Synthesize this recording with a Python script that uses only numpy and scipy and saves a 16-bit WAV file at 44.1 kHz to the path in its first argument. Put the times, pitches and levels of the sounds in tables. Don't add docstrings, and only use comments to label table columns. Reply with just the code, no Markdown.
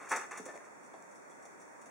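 import sys
import numpy as np
from scipy import signal
from scipy.io import wavfile
from scipy.ndimage import uniform_filter1d

SR = 44100
rng = np.random.default_rng(int(sys.argv[2]) if len(sys.argv) > 2 else 0)


def to_wav(s):
    ch = np.atleast_2d(s).T
    pcm = np.round(np.clip(ch, -1, 1) * 32767)
    wavfile.write(sys.argv[1], SR, pcm.astype(np.int16))


N = 83790

# start t/s, length t/s, level/dB
CLAW_SCRAPES = [(0.0, 0.21, -51.5), (.107, 0.012, -36.5), (.1165, 0.021, -30.5), (.137, 0.045, -39),
                (.172, 0.079, -47.5), (.308, 0.032, -44), (.336, 0.06, -47.5), (.455, 0.059, -54.5),
                (.535, 0.04, -61), (.6, 0.087, -62.5)]
# f/Hz, relative level/dB
TRAY_RESONANCES = [(418, -7.5), (529, -5.5), (716, -8), (853, -9.5), (900, 1.5), (951, -9), (1118, -7),
                   (1212, -7), (1281, 4), (1367, -17), (1613, -7), (1702, 2), (1889, -7), (2100, -4.5)]
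# f/Hz, relative level/dB
RASP_SPECTRUM = [(60, -37), (180, -15.5), (380, -5), (650, -4), (1200, 4), (1900, 1.5), (2550, -5),
                 (3300, -15), (6000, -24), (15000, -53)]
# t/s, level/dB, thud f/Hz, thud T60 t/s, clack level/dB relative to the thud
PAW_KNOCKS = [(.0145, -34.5, 940, 0.011, -16.5), (.168, -34.5, 476, 0.024, -8),
              (.396, -43.5, 440, 0.085, -11), (.397, -41.5, 256, .08, -14), (0.4, -48, 183, 0.12, -21),
              (0.4617, -41, 504, .08, -5.5), (.4875, -32.5, 675, 0.0092, -13), (.539, -42, 477, 0.021, -9),
              (.555, -50, 494, 0.023, -1), (.576, -40, 1990, .014, -21), (0.938, -45.5, 590, 0.022, -2),
              (1.453, -51.5, 450, 0.032, -5.5), (1.862, -52.5, 554, 0.036, -1.5)]
# f/Hz, relative level/dB
CLACK_SPECTRUM = [(80, -17.5), (200, -10.5), (400, 2.5), (800, 1.5), (1200, -9), (2200, -23.5), (4000, -18),
                  (12000, -55)]
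# start t/s, length t/s, level/dB
LITTER_BURSTS = [(0.0, 0.081, -63.5), (.087, 0.011, -53), (.0955, .021, -46.5), (.1165, 0.0075, -40),
                 (.126, 0.048, -51.5), (.16, 0.01, -40.5), (.171, 0.044, -57), (.309, 0.011, -51),
                 (.324, 0.067, -60.5), (.3735, .01, -46.5), (.384, 0.023, -61), (.454, 0.014, -51),
                 (.462, 0.0033, -57), (.474, 0.054, -66.5), (.55, 0.017, -60.5)]
# f/Hz, relative level/dB
PELLET_SPECTRUM = [(200, -21), (2000, 0.5), (3500, -5.5), (4500, -7.5), (6000, 5), (8300, 0), (10300, -4.5),
                   (12000, -30), (13500, -33), (14700, -15)]
# t/s, level/dB, ring f/Hz, ring T60 t/s
HARD_CONTACTS = [(0.06, -52, 7000, .006), (0.095, -36, 8700, .004), (0.1165, -33.5, 8300, 0.0066),
                 (0.266, -48.5, 7400, .01), (.488, -48, 1780, 0.18), (0.5758, -45, 6460, 0.0033),
                 (1.0245, -47.5, 7460, 0.0059), (1.315, -63, 3370, 0.039)]
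# start t/s, length t/s, level/dB
WALK_RUSTLES = [(.645, 0.019, -66), (.83, 0.042, -67.5), (.935, 0.022, -71), (1.11, 0.017, -66),
                (1.148, 0.016, -65), (1.295, 0.024, -66), (1.422, 0.011, -63), (1.45, 0.011, -59.5),
                (1.597, 0.026, -64), (1.811, 0.014, -61), (1.857, 0.011, -60.5)]
# f/Hz, T60 t/s
ROOM_DECAY = [(150, 0.47), (1000, 0.59), (4000, 0.44), (12000, 0.33)]
# f/Hz, relative level/dB
HISS_SPECTRUM = [(25, 7), (70, -12.5), (130, -3), (260, 0.5), (550, 2), (1100, -1), (2000, -5),
                 (2400, -10.5), (2800, -21), (4500, -23), (6000, -16.5), (8000, -18), (10000, -23.5),
                 (12500, -46.5), (15500, -30)]
# f/Hz, left-right correlation
HISS_CORRELATION = [(60, -0.56), (300, -0.28), (2500, -0.23), (7000, -0.038)]
MIC_NOTCHES = [3030, 4020, 5000]

LITTER_LEFT_DB = 1.2


def tray():
    kick_at_s, kick_rise_s, kick_gain_db, ring_gain_db = 0.114, 0.0068, -33.5, -11.5
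    t = np.arange(N) / SR
    slips = strokes(CLAW_SCRAPES, per_s=1800, spread_db=1, rise_s=0.0023, fall_s=0.0026)
    modes = sum(amp(db) * np.sin(2 * np.pi * (hz * t + rng.random())) for hz, db in TRAY_RESONANCES)
    modes *= decay(t, t60=0.21)
    scrape = ring(slips, click(RASP_SPECTRUM))
    scrape += amp(ring_gain_db) * ring(slips, modes / np.linalg.norm(modes))
    kick = amp(kick_gain_db) * modes * (1 - np.exp(-t / kick_rise_s))
    kick = np.pad(kick, (round(kick_at_s * SR), 0))[:N]
    return pan(left_db=-0.17) * (room(scrape, wet_db=-10) + room(kick, wet_db=-18))


def paws():
    t, knocks = np.arange(N) / SR, np.zeros(N)
    wood = click(CLACK_SPECTRUM)
    for start, db, hz, t60, clack_db in PAW_KNOCKS:
        age = np.maximum(t - start, 0)
        attack = 1 - np.exp(-age * hz * 2)
        thud = np.sin(2 * np.pi * hz * age) * attack * decay(age, t60)
        burst = rng.standard_normal(N) * (t > start) * decay(age, t60=0.12)
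        knocks += amp(db) * (thud + amp(clack_db) * ring(burst, wood))
    return room(knocks, wet_db=-4.5)


def litter():
    hits = strokes(LITTER_BURSTS, per_s=2600, spread_db=0.5, rise_s=0.00076, fall_s=0.0045)
    return pan(LITTER_LEFT_DB) * room(ring(hits, click(PELLET_SPECTRUM)), wet_db=-2)


def ticks():
    t, hits, rings = np.arange(N) / SR, np.zeros(N), np.zeros(N)
    for start, db, hz, t60 in HARD_CONTACTS:
        age = np.maximum(t - start, 0)
        rings += amp(db) * np.sin(2 * np.pi * hz * age) * decay(age, t60)
        hits[round(start * SR)] += amp(db - 4)
    pellet = click(PELLET_SPECTRUM)
    cracks = ring(hits, pellet / abs(pellet).max())
    return pan(LITTER_LEFT_DB) * room(rings + cracks, wet_db=-1.5)


def rustles():
    hits = strokes(WALK_RUSTLES, per_s=6000, spread_db=6.5, rise_s=0.0021, fall_s=0.0057)
    return amp(-0.5) * pan(left_db=1.5) * room(ring(hits, click(PELLET_SPECTRUM)), wet_db=0)


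def hiss():
    level_db, drift_db = -53, 0.67
    hz = np.fft.rfftfreq(1024, 1 / SR)
    noise = rng.standard_normal((N // 256 + 5, len(hz), 5)).T
    left, independent = noise[0] + 1j * noise[1], noise[2] + 1j * noise[3]
    correlation = read(HISS_CORRELATION, hz)[:, None]
    right = correlation * left + np.sqrt(1 - correlation ** 2) * independent
    drift = uniform_filter1d(noise[4], size=12, axis=0)
    drift = unit(uniform_filter1d(drift, size=10, axis=1))
    colour = amp(read(HISS_SPECTRUM, hz)[:, None] + drift_db * drift)
    air = signal.istft(np.array([left, right]) * colour, nperseg=1024, noverlap=768)[1][:, :N]
    return amp(level_db) * pan(left_db=-0.5) * unit(air)


def whine():
    level_db, pitch_hz, waver_hz = -70, 925, 6
    waver = unit(uniform_filter1d(rng.standard_normal(N), size=2000))
    phase = 2 * np.pi * np.cumsum(pitch_hz + waver_hz * waver) / SR
    return amp(level_db) * unit(np.sin(phase))


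def room(x, wet_db):
    length = SR // 2
    reflections = rng.standard_normal((2, length)) * (rng.random((2, length)) < 0.1)
    reflections *= np.arange(length) > 0.002 * SR
    hz, t, bands = signal.stft(reflections, SR, nperseg=256)
    tails = signal.istft(bands * decay(t, read(ROOM_DECAY, hz)[:, None]), SR)[1]
    return x + amp(wet_db) * np.array([ring(x, tail / np.linalg.norm(tail)) for tail in tails])


def strokes(rows, per_s, spread_db, rise_s, fall_s):
    t, out = np.arange(N) / SR, np.zeros(N)
    for start, length, db in rows:
        hits = (rng.random(N) < per_s / SR) * rng.choice([-1, 1], N)
        accents = amp(spread_db * np.minimum(rng.exponential(1, N), 3))
        attack = np.clip((t - start) / rise_s, 0, 1)
        envelope = attack * np.exp(-np.maximum(t - start - length, 0) / fall_s)
        out += amp(db) * unit(hits * accents * envelope) * np.sqrt(np.mean(envelope ** 2))
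    return out


def click(spectrum, size=4096):
    hz = abs(np.fft.fftfreq(size, 1 / SR))
    log_gain = np.log(amp(read(spectrum, hz)))
    response = np.exp(np.conj(signal.hilbert(log_gain)))
    pulse = np.fft.ifft(response).real[:size // 2]
    return pulse / np.linalg.norm(pulse)


def ring(x, response):
    return signal.fftconvolve(x, response)[:N]


def decay(age, t60):
    return np.exp(-np.log(1000) * age / t60)


def read(points, hz):
    f, value = np.transpose(points)
    return np.interp(np.log(hz + 1), np.log(f + 1), value)


def pan(left_db):
    return amp([[left_db], [-left_db]])


def amp(db):
    return 10 ** (np.asarray(db) / 20)


def unit(x):
    return x / np.sqrt(np.mean(x ** 2) + 1e-20)


def scene():
    return tray() + litter() + ticks() + rustles() + paws() + hiss() + whine()


def record(dry):
    low_cut_hz, notch_width_hz, high_cut_hz = 166, 467, 15870
    sound = signal.sosfilt(signal.butter(2, low_cut_hz, "high", fs=SR, output="sos"), dry)
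    for hz in MIC_NOTCHES:
        b, a = signal.iirnotch(hz, hz / notch_width_hz, SR)
        sound = signal.lfilter(b, a, signal.lfilter(b, a, sound))
    band_limit = signal.firwin(511, high_cut_hz, window=("kaiser", 9), fs=SR)
    return signal.oaconvolve(sound, band_limit[None], "same")


dry = scene()
out = record(dry)
to_wav(out)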